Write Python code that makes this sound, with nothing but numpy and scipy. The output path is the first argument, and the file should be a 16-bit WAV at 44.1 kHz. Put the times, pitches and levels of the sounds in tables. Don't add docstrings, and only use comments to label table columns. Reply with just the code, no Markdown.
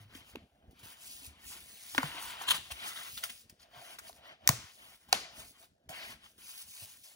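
import sys
import numpy as np
from scipy import signal
from scipy.fft import rfft, irfft, next_fast_len
from scipy.io import wavfile
from scipy.ndimage import uniform_filter1d, map_coordinates

SR = 44100
rng = np.random.default_rng(int(sys.argv[2]) if len(sys.argv) > 2 else 0)


def digitize_waveform(pressure):
    field = np.atleast_2d(pressure).T
    bounded = np.clip(field, -1, 1)
    quanta = np.round(bounded * 32767).astype(np.int16)
    wavfile.write(sys.argv[1], SR, quanta)


def field_ratio(decibels):
    return 10 ** (np.asarray(decibels, dtype=float) / 20)


N = 315315

# f/Hz, drift/rad
PORT_LOOSE = [(200, .22), (700, .45), (1400, .85), (2500, 1.1), (4000, .9), (6000, .65), (8300, 1.05),
              (10500, .3), (14000, .12)]
SIDE = np.array([[.5], [-.5]])
SOFT_TOP_HZ = 16000


def unit(x):
    return x / np.sqrt(np.mean(x ** 2) + 1e-20)


def along(points, hz):
    f, v = np.transpose(points)
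    return np.interp(np.log(hz + 1), np.log(f + 1), v)


def wobble(rate):
    knots = rng.standard_normal(int(N * rate / SR) + 4)
    return map_coordinates(knots, [np.arange(N) * rate / SR])


def patches(shape, bins, frames):
    field = uniform_filter1d(rng.standard_normal(shape), size=bins, axis=0)
    return unit(uniform_filter1d(field, size=frames, axis=1))


def filtered(x, response):
    m = 2 * next_fast_len(N // 2 + SR // 4, real=True)
    return irfft(rfft(x, m) * response(np.fft.rfftfreq(m, 1 / SR)), m)[..., :N]


def peak(f, hz, width):
    return 1j * f * width / (hz * hz - f * f + 1j * f * width)


def ringing(f, peaks):
    return sum((-1) ** k * field_ratio(db) * peak(f, hz, width) for k, (hz, width, db) in enumerate(peaks))


def causal(gain):
    cep = irfft(np.log(gain + 1e-5))
    cep[1:len(cep) // 2] *= 2
    cep[len(cep) // 2 + 1:] = 0
    return np.exp(rfft(cep))


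def friction(response, grit_db, patchy_db):
    lumpy = rng.standard_normal(N) * field_ratio(grit_db * wobble(400))
    z = signal.stft(lumpy, nperseg=512)[2]
    z = z * field_ratio(patchy_db * patches(z.shape, bins=6, frames=8))
    return unit(filtered(signal.istft(z, nperseg=512)[1][:N], response))


def strokes(rows, on_db_s, off_db_s):
    t, power = np.arange(0, N, 32) / SR, 0
    for s, length, db, drift_db in rows:
        held_db = drift_db * np.clip((t - s) / max(length, 1 / SR), 0, 1)
        before_db = on_db_s * np.maximum(s - t, 0)
        after_db = off_db_s * np.maximum(t - s - length, 0)
        power = power + field_ratio(2 * (db + held_db - before_db - after_db))
    return np.interp(np.arange(N) / SR, t, np.sqrt(power))


def background():
    # f/Hz, level/dB per Hz
    rumble_colour = [(15, -38), (25, 2.5), (65, 3), (121, -5.5), (152, -7), (221, -5), (464, -16),
                     (500, -14.5), (650, -38.5), (1100, -120)]
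    # f/Hz, level/dB per Hz
    quiet = [(180, -15.5), (300, -21), (472, -8), (660, -2.5), (1150, -27.5), (1630, -10.5), (2100, -25.5),
             (2320, -26), (16500, -34.5)]
    # t/s, level/dB
    jolt_rows = [(.166, -62), (.364, -53.5), (.95, -64), (1.312, -71), (2.05, -49.5), (2.15, -56),
                 (2.55, -59), (2.73, -63.5), (3.17, -62), (4.1, -66), (4.5, -49.5), (4.58, -61.5),
                 (4.81, -79), (4.942, -64), (5.09, -61.5), (5.41, -58), (5.905, -59.5), (5.98, -60.5),
                 (6.1, -59.5), (6.562, -71), (6.814, -64)]
    rumble = friction(lambda f: field_ratio(along(rumble_colour, f)), grit_db=-4.0, patchy_db=3.5)
    tone = friction(lambda f: field_ratio(along(quiet, f)), grit_db=4, patchy_db=2.0)
    jolts = strokes([(s, 0, db, 0) for s, db in jolt_rows], on_db_s=226.5, off_db_s=142)
    tremor_db, tiring_db_s = -65.5, -1
    arms = np.hypot(jolts, field_ratio(tremor_db + tiring_db_s * np.arange(N) / SR))
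    lumps = field_ratio(2.5 * wobble(13))
    return arms * unit(rumble * lumps) + field_ratio(-79.5) * tone


def room(x):
    # f/Hz, t60/s
    decay = [(150, 0.33), (1000, 0.24), (5000, 0.54), (14000, 0.18)]
    hz, t, z = signal.stft(np.pad(x, (300, 0))[:N], SR, nperseg=256)
    power = uniform_filter1d(np.abs(z) ** 2, size=7, axis=0)
    keep = field_ratio(-120 * t[1] / along(decay, hz))
    held = np.array([signal.lfilter([1 - k], [1, -k], p) for k, p in zip(keep, power)])
    same, other = signal.stft(rng.standard_normal((2, N)), nperseg=256)[2]
    apart = np.clip(0.71 * along(PORT_LOOSE, hz), 0, np.pi / 4)[:, None]
    pair = np.cos(apart) * same + np.multiply.outer([1, -1], np.sin(apart) * other)
    size = np.sqrt(np.abs(held) / np.mean(np.abs(same) ** 2)) * (hz < SOFT_TOP_HZ)[:, None]
    return signal.istft(pair * size, nperseg=256)[1][:, :N]


def thumps():
    # t/s, peak level/dB, f/Hz, t60/s
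    pushes = [(0.004, -48.5, 105.8, 0.33), (0.054, -49.5, 107, 0.11), (0.152, -41.5, 262, 0.06),
              (0.354, -26, 367, 0.014), (0.368, -33.5, 245, 0.027), (0.834, -47.5, 102, 0.098),
              (1.275, -45.5, 73, 0.17), (1.46, -49.5, 56.5, 0.092), (1.982, -24.5, 266.6, 0.076),
              (2.038, -31.5, 148, 0.11), (2.144, -50, 300, 0.13), (2.406, -60, 340, 0.14),
              (2.719, -40, 62.6, 0.14), (3.133, -46.5, 103, 0.053), (3.299, -58.5, 232, 0.11),
              (3.77, -54.5, 128, 0.15), (4.074, -56, 75, 0.049), (4.496, -14.5, 129, 0.038),
              (4.53, -37.5, 119, 0.19), (4.642, -44.5, 91.5, 0.062), (5.378, -51, 270, 0.051),
              (5.898, -42, 158, 0.035), (1.9825, -24, 517, 0.016), (2.034, -29, 510, 0.018),
              (4.494, -30, 416, 0.02), (1.219, -58, 270, 0.16), (1.951, -38.5, 328, .03),
              (5.135, -43, 180, 0.052), (6.823, -46, 100.6, 0.088)]
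    out, t = np.zeros(N + SR), np.arange(SR // 3) / SR
    for s, db, hz, t60 in pushes:
        swing = np.sin(2 * np.pi * hz * (t + 0.0007 * (1 - np.exp(-t / 0.00087))))
        onset = 1 - np.exp(-t / 0.0015)
        out[round(s * SR):][:len(t)] += field_ratio(db - 0.5 - 60 * t / t60) * onset * swing
    return out[:N]


def lifted():
    # t/s, sinking of the strokes and grips just before/dB
    landings = [(.831, 7.5), (5.89, 27), (6.38, 8.5), (7.035, 6.5)]
    lift_s = 0.057
    s, depth_db = np.transpose(landings)
    ahead = np.subtract.outer(s, np.arange(N) / SR)
    return field_ratio(-depth_db @ ((ahead > 0) * np.exp(-np.abs(ahead) / lift_s)))


def scuffs():
    # t/s, peak level/dB, hiss/dB re peak, rise/s, tab resonance f/Hz
    drags = [(0.149, -51.5, 4, 0.0017, 3020), (.829, -81, 15, 0.0024, 2500), (2.48, -35, 6, 0.014, 2970),
             (2.5, -33.5, 9, 0.012, 3060), (2.7065, -41.5, 8.5, 0.014, 2630),
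             (3.173, -36, -3, 0.0047, 3700), (3.238, -35, 10, 0.0012, 3500), (3.294, -42, 4, 0.0067, 2870),
             (3.495, -56.5, 13, 0.0037, 4630), (3.589, -60, -10, .02, 4570),
             (3.615, -59.5, -5, 0.019, 4600), (3.985, -42.5, 8, 0.0062, 1450),
             (5.084, -56.5, 6.5, 0.008, 900), (5.132, -33.5, -24.5, 0.018, 2970),
             (5.8899, -50, 12.5, 0.0036, 2200), (6.379, -69, 2.5, 0.0026, 4500),
             (7.036, -65, -1, 0.006, 4960)]
    t60 = 0.039
    card, hiss, tab = np.zeros((3, N + SR))
    t = np.arange(SR // 10) / SR
    for s, db, hiss_db, rise, hz in drags:
        swell = np.clip(t / rise, 0, 1) * field_ratio(db - 9.0 - 60 * np.maximum(t - rise, 0) / t60)
        ring = signal.lfilter(*signal.iirpeak(hz, 3.5, SR), rng.standard_normal(len(t)))
        at = slice(round(s * SR), round(s * SR) + len(t))
        card[at] += swell
        hiss[at] += field_ratio(hiss_db + 0.5) * swell
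        tab[at] += field_ratio(7) * swell * unit(ring)
    catches = field_ratio(3.5 * wobble(230))
    return catches * card[:N], hiss[:N], catches * tab[:N]


def card_on_card(scuff, pressure, lift):
    # start t/s, length/s, level/dB,
    # drift/dB over the stroke, air hum/dB re level
    card_strokes = [(0, 0.045, -61.5, -8, -5), (.106, 0.11, -64, 4.5, -9), (.25, 0.088, -66.5, 1.5, -4),
                    (.38, .05, -80, -3, 18), (.47, 0.256, -88, 11, 15.5), (.79, 0.15, -59.5, -2, -5),
                    (.96, 0.34, -66, 2.5, -3.5), (1.3, 0.16, -69, 9, -8), (1.52, 0.063, -58.5, 0.5, -11),
                    (1.63, 0.24, -67.5, -5, -2), (1.85, 0.23, -66.5, 16, -8), (2.04, 0.15, -50.5, 4.5, -8),
                    (2.164, 0.31, -54, 5, -10), (2.552, 0.0025, -38.5, -2, -18),
                    (2.62, 0.053, -65, 5.5, -7.5), (2.7, 0.0051, -62.5, 14.5, -2),
                    (2.77, 0.096, -53.5, 10, -10), (2.9, 0.19, -55.5, 3.5, -5),
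                    (3.25, 0.01, -58.5, -22, 8.5), (3.302, 0.015, -72.5, -6, 16.5),
                    (3.36, 0.13, -75, -6, -15.5), (3.5, 0.0093, -74, 3, 0),
                    (3.6, 0.053, -73, 2, 2.5), (3.66, 0.0081, -70, -4, 11), (3.742, 0.071, -60.5, 3.5, 6.5),
                    (3.85, 0.099, -59.5, 4.5, 1.5), (4.045, 0.029, -60.5, 1, 6), (4.19, 0.014, -67, -4, 9),
                    (4.253, 0.069, -57, 2, 4.5), (4.41, 0.096, -70, 18.5, 10),
                    (4.52, 0.19, -56.5, -3.5, -16), (4.793, 0.15, -61, -2, -4),
                    (5.02, .09, -72.5, -8.5, -10.5), (5.141, 0.11, -53.5, 0, -3.5),
                    (5.27, 0.098, -61.5, 3, 2), (5.4, 0.036, -53, -4, 1.5), (5.56, 0.044, -64, -6, -21),
                    (5.62, 0.018, -70.5, 4, 8), (5.893, 0.013, -64, 4.5, 14.5),
                    (5.91, 0.14, -53.5, 2.5, -3), (6.039, 0.09, -55, 1, -2.5),
                    (6.201, 0.061, -67.5, 8.5, -24), (6.4, 0.1, -65, 3.5, -26), (6.53, 0.24, -65, -8, -11),
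                    (6.749, 0.079, -71.5, 9.5, -18), (6.82, 0.005, -70, 9, 7), (6.88, 0.13, -66, -7, -12.5),
                    (7.059, 0.086, -71, -2, -2.5)]
    # f/Hz, level/dB per Hz
    scrape_colour = [(200, -10.5), (350, -9), (550, -16), (800, -3), (1000, -3), (1900, -2), (3000, 1),
                     (4600, -7.5), (8000, -21.5), (12000, -26.5)]
    # f/Hz, width/Hz, level/dB (level unused)
    board = [(1060, 140, 0), (1450, 290, -3), (1835, 74, -2), (2020, 9.8, -4), (3004, 190, -5),
             (4550, 47, -8)]
    speed = {"on_db_s": 304, "off_db_s": 416.5}
    drags = card_strokes
    drag = lift * strokes([row[:4] for row in drags], **speed)
    air_rows = [(s, length, db + hum_db, drift_db) for s, length, db, drift_db, hum_db in drags]
    air = lift * strokes(air_rows, **speed)

    def panels(f):
        resonance = np.abs(sum(peak(f, hz, width) for hz, width, _ in board))
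        return field_ratio(along(scrape_colour, f)) * (1 + 0.81 * resonance)

    scrape = (drag * field_ratio(1.6 + pressure) + scuff) * friction(panels, grit_db=-0.5, patchy_db=1.37)
    hum = friction(lambda f: peak(f, 682, 180) ** 2, grit_db=1.5, patchy_db=1.5)
    return scrape + air * field_ratio(-6.5 + pressure) * hum


def skin_on_gloss(scuff, pressure, lift):
    # start t/s, length/s, level/dB, drift/dB
    box_grips = [(0, 0.021, -69.5, 5.5), (.106, .03, -81, -3), (.165, 0.029, -60, -1),
                 (.3, 0.011, -59.5, -2), (.4, .28, -84, -4), (.706, 0.0052, -80, 14),
                 (.792, 0.0015, -68, 15), (.84, 0.088, -56.5, 2.5), (1, 0.052, -59, 3),
                 (1.075, 0.12, -48.5, -6.5), (1.25, 0.016, -50, 2), (1.47, 0.17, -49, -10),
                 (1.63, 0.31, -59, 7.5), (1.95, 0.21, -49.5, -4), (2.23, 0.16, -43.5, -18.5),
                 (2.416, 0.0024, -52, 8), (2.54, 0.014, -49, 10.5), (2.61, 0.43, -60.5, 6.5),
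                 (2.856, 0.037, -49.5, 8), (2.94, 0.25, -52.5, 3), (3.25, 0.023, -46, -9),
                 (3.322, 0.1, -52, -9), (3.51, 0.002, -76.5, -16),
                 (3.598, 0.022, -79.5, 14.5), (3.76, 0.187, -63, 8), (4, 0.057, -83, -14),
                  (4.075, 0.015, -55, 5), (4.129, 0.04, -70.5, 8), (4.25, 0.027, -76.5, 12.5),
                  (4.488, .47, -65, 4), (5.018, 0.099, -68.5, -15), (5.14, 0.077, -60, 1),
                  (5.358, 0.045, -59, 12), (5.42, 0.091, -57.5, -1), (5.598, 0.051, -60, -3),
                  (5.9, 0.0022, -70.5, 20.5), (5.96, 0.16, -56.5, 3.5), (6.249, 0.066, -64.5, 1.5),
                  (6.391, 0.11, -59.5, 12), (6.5, 0.12, -55.5, 8), (6.691, 0.15, -52.5, 5.5),
                  (6.891, 0.041, -53.5, -1), (6.97, 0.078, -58, 0), (7.045, 0.1, -55.5, -6.5)]
    # f/Hz, level/dB per Hz
    skin_colour = [(1000, -41), (2500, -5), (4500, -4), (7000, -4), (10000, -1.5), (13000, -8),
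                   (15500, 0.5), (16300, -27)]
    grip = lift * strokes(box_grips, on_db_s=273.5, off_db_s=481)
    hiss = friction(lambda f: field_ratio(along(skin_colour, f)), grit_db=1.5, patchy_db=1.7)
    return (grip * field_ratio(0.5 + pressure) + scuff) * hiss


def rasp(rows, peaks, grit_db):
    grains = np.repeat(rng.standard_normal(N // 64 + 1), 64)[:N]
    grit = unit(rng.standard_normal(N) * field_ratio(grit_db * grains))
    loud = np.sqrt(np.mean(np.abs(ringing(np.linspace(0, SR / 2, 2000), peaks)) ** 2))
    catches = strokes(rows, on_db_s=2501.5, off_db_s=2501.5)
    return filtered(grit * catches, lambda f: ringing(f, peaks) / loud)


def thumb_rub():
    # start t/s, length/s, level/dB, drift/dB
    rubs = [(5.932, .105, -52.5, 3.5), (6.041, .1, -52.5, -4.5), (5.141, .035, -49, 0.5),
            (1.61, 0.31, -68, 2), (.37, .06, -67, -10)]
    # f/Hz, width/Hz, level/dB
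    lid = [(1700, 510, -4.5), (2160, 390, 0.5), (2970, 450, -4.5), (4500, 650, -7)]
    return rasp(rubs, lid, grit_db=0.5)


def hinge_creak():
    # start t/s, length/s, level/dB, drift/dB
    swings = [(2.061, .081, -54, 0), (2.151, 0.11, -49, -0.5), (2.261, .111, -50, -2),
              (2.391, .051, -52.5, 4), (3.746, 0.05, -59, 0), (.861, .051, -64, 2), (.969, .0051, -61, 1),
              (5.621, 0.028, -64.5, -0.5)]
    # f/Hz, width/Hz, level/dB
    open_box = [(953, 106, 2), (1530, 290, -5), (2440, 310, -10.5), (3500, 400, -10), (4700, 370, -14.5)]
    return rasp(swings, open_box, grit_db=1.5)


def rim_rasp():
    # start t/s, length/s, level/dB, drift/dB
    catches = [(2.471, 0.01, -45.5, 10), (2.483, .003, -33.5, 6), (2.4875, 0.0089, -32, -9),
               (2.5, .006, -31, 4.5), (2.5075, 0.011, -26.5, 3.5), (2.528, .024, -58, 1),
               (2.56, .02, -47, 4)]
    # f/Hz, width/Hz, level/dB
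    rim = [(1033, 120, 2), (1650, 280, -6), (2900, 270, 7), (3300, 510, 4.5), (4270, 260, -3),
           (6860, 1200, -9), (10800, 6800, -12.5)]
    return rasp(catches, rim, grit_db=4)


def lid_tuck():
    # start t/s, length/s, level/dB, drift/dB
    slides = [(2.771, .071, -62, 5), (2.847, .031, -51, 2), (2.883, 0.052, -46, -5),
              (2.961, .036, -46.5, 0.5), (3.009, 0.068, -51.5, -6), (3.1745, .0081, -46, 0.5),
              (3.1865, .0021, -49, 1), (3.2365, 0.0059, -36, -5), (3.246, 0.019, -45, -7.5),
              (3.296, 0.0098, -49, -6)]
    # f/Hz, width/Hz, level/dB
    walls = [(1320, 200, 0), (2040, 160, 0.5), (2900, 300, -4.5), (3560, 280, 1.5), (4750, 220, -10),
             (6600, 380, -10)]
    return rasp(slides, walls, grit_db=3.0)


def sliding():
    card, hiss, tab = scuffs()
    lift, pressure = lifted(), wobble(25)
    rubbing = card_on_card(card, pressure, lift) + skin_on_gloss(hiss, pressure, lift)
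    return rubbing + tab + thumb_rub() + hinge_creak() + rim_rasp() + lid_tuck()


def blows(rows, edge_colour):
    # f/Hz, level/dB
    crack_colour = [(700, -18), (1500, -3), (3000, 0.5), (5000, -15), (8000, -21), (15700, -25.5),
                    (16300, -71)]
    # f/Hz, width/Hz, level/dB
    tab_peaks = [(1684, 400, -0.5), (3960, 680, 9), (5000, 280, 3.5), (5640, 410, 1), (10200, 580, 1.5),
                 (12300, 340, 0.5), (15100, 850, 5.5)]
    t60, knock_cycles = 0.01, 13
    crack, edge, knock = np.zeros((3, N + SR))
    t = np.arange(SR // 8) / SR
    for s, db, knock_db, edge_db, hz in rows:
        burst = .7 * rng.standard_normal((2, len(t))) * (1 - np.exp(-t / .0004))
        burst[:, [14, 15, 31]] += [2.2, -1.2, -1.8]
        sag = t + 0.00028 * (1 - np.exp(-t / 0.0022))
        phase = 2 * np.pi * hz * sag
        ring = np.sin(phase) + 0.5 * np.sin(1.4 * phase) + 0.2 * np.sin(2.2 * phase)
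        onset = 1 - np.exp(-t * hz / 0.84)
        at = slice(round(s * SR), round(s * SR) + len(t))
        crack[at] += field_ratio(db + 14.5 - 60 * t / t60) * burst[0]
        edge[at] += field_ratio(db + edge_db + 12.5 - 60 * t / (0.65 * t60)) * burst[1]
        knock[at] += field_ratio(db + knock_db + 7 - 60 * t * hz / knock_cycles) * onset * ring

    def edge_response(f):
        return causal(field_ratio(along(edge_colour, f)) * (0.64 + np.abs(ringing(f, tab_peaks))))

    def table_top(f):
        return 1 + field_ratio(-12.5) * np.exp(-2j * np.pi * f * 0.0027)

    crack = filtered(crack[:N], lambda f: causal(field_ratio(along(crack_colour, f))))
    edge = filtered(edge[:N], edge_response)
    return filtered(crack + edge + knock[:N], table_top)


def flap_blows():
    # t/s, peak level/dB, panel knock/dB re peak, edge/dB re peak, panel f/Hz
    flaps = [(0.3566, -34, -5.5, -22, 880), (1.948, -27.5, -4.5, -31, 870), (1.9797, -16, 2.5, -29, 1470),
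             (1.9844, -26, 3, -17, 950), (2.413, -45, 10, -21, 795), (4.095, -54, 11.5, -14, 674),
             (4.1285, -53, -25, -7.5, 730), (.296, -68, -20, -6, 910), (5.1272, -11.5, -5, -4, 740),
             (5.9434, -47, -5, -30, 2100), (2.0385, -47.5, 11, -30, 980), (7.043, -71, -30, -2, 3000)]
    # f/Hz, level/dB
    blunt = [(2500, -30.5), (4200, 6.5), (7000, -1), (11000, -8.5), (13500, -15.5), (15900, -22.5),
             (16500, -61.5)]
    return blows(flaps, blunt)


def taps_and_snaps():
    # t/s, peak level/dB, panel knock/dB re peak, sharp edge/dB re peak, panel f/Hz
    taps = [
        (0.1494, -60, -20.5, -4, 1720),
        (2.0305, -43, 20, 3.5, 928),
        (3.237, -31.5, -4, -7, 1330),
        (3.9857, -43.5, -11, -10, 1450),
        (4.4749, -12.5, -49.5, 0, 1790),
        (4.4905, -14, -5, 0.5, 994),
    ]
    # f/Hz, level/dB
    sharp = [(2500, -39), (4500, -1.5), (6000, 0), (8000, 2.5), (11000, -7.5), (15500, -2.5), (17000, -26),
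             (17400, -55)]
    return blows(taps, sharp)


def moving_hands(soft):
    hz, _, z = signal.stft(soft, SR, nperseg=512)
    turning = patches(z.shape, bins=24, frames=24)
    scatter = patches(z.shape, bins=2, frames=2)
    drift = along(PORT_LOOSE, hz)[:, None] * (.7 * turning + .85 * scatter)
    z = z * (hz < SOFT_TOP_HZ)[:, None] * np.exp(1j * SIDE[:, :, None] * drift)
    return signal.istft(z, nperseg=512)[1][:, :N]


def microphone_ports(x):
    # f/Hz, phase/turns
    port_turns = [(300, .08), (1200, .48), (2300, .63), (3000, .95), (3800, 1.05), (6600, 1.13),
                  (7500, 1.03), (12000, 1.05)]
    # f/Hz, level/dB
    port_db = [(200, .2), (500, -2.5), (800, -1.5), (1300, 3), (2300, 1), (3800, 4.5), (7500, 1.5),
               (9000, -.2)]
    lag_s, top_hz = 8.3 / SR, 17100

    def response(f):
        turns = np.exp(2j * np.pi * SIDE * (along(port_turns, f) - f * lag_s))
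        capsule = (f < top_hz) * f ** 4 / (f ** 4 + 50 ** 4)
        return field_ratio(SIDE * along(port_db, f)) * turns * capsule

    return filtered(x, response)


def scene():
    hits, rub = taps_and_snaps() + flap_blows(), sliding()
    soft = rub + thumps() + background()
    walls = room(field_ratio(-12.0) * hits + field_ratio(-12.0) * rub)
    return field_ratio(0.5) * microphone_ports(moving_hands(soft) + walls + hits)


def top_cut(x):
    return signal.sosfilt(signal.butter(12, 17130, fs=SR, output="sos"), x)


def record(dry):
    return top_cut(dry)


dry = scene()
out = record(dry)
digitize_waveform(out)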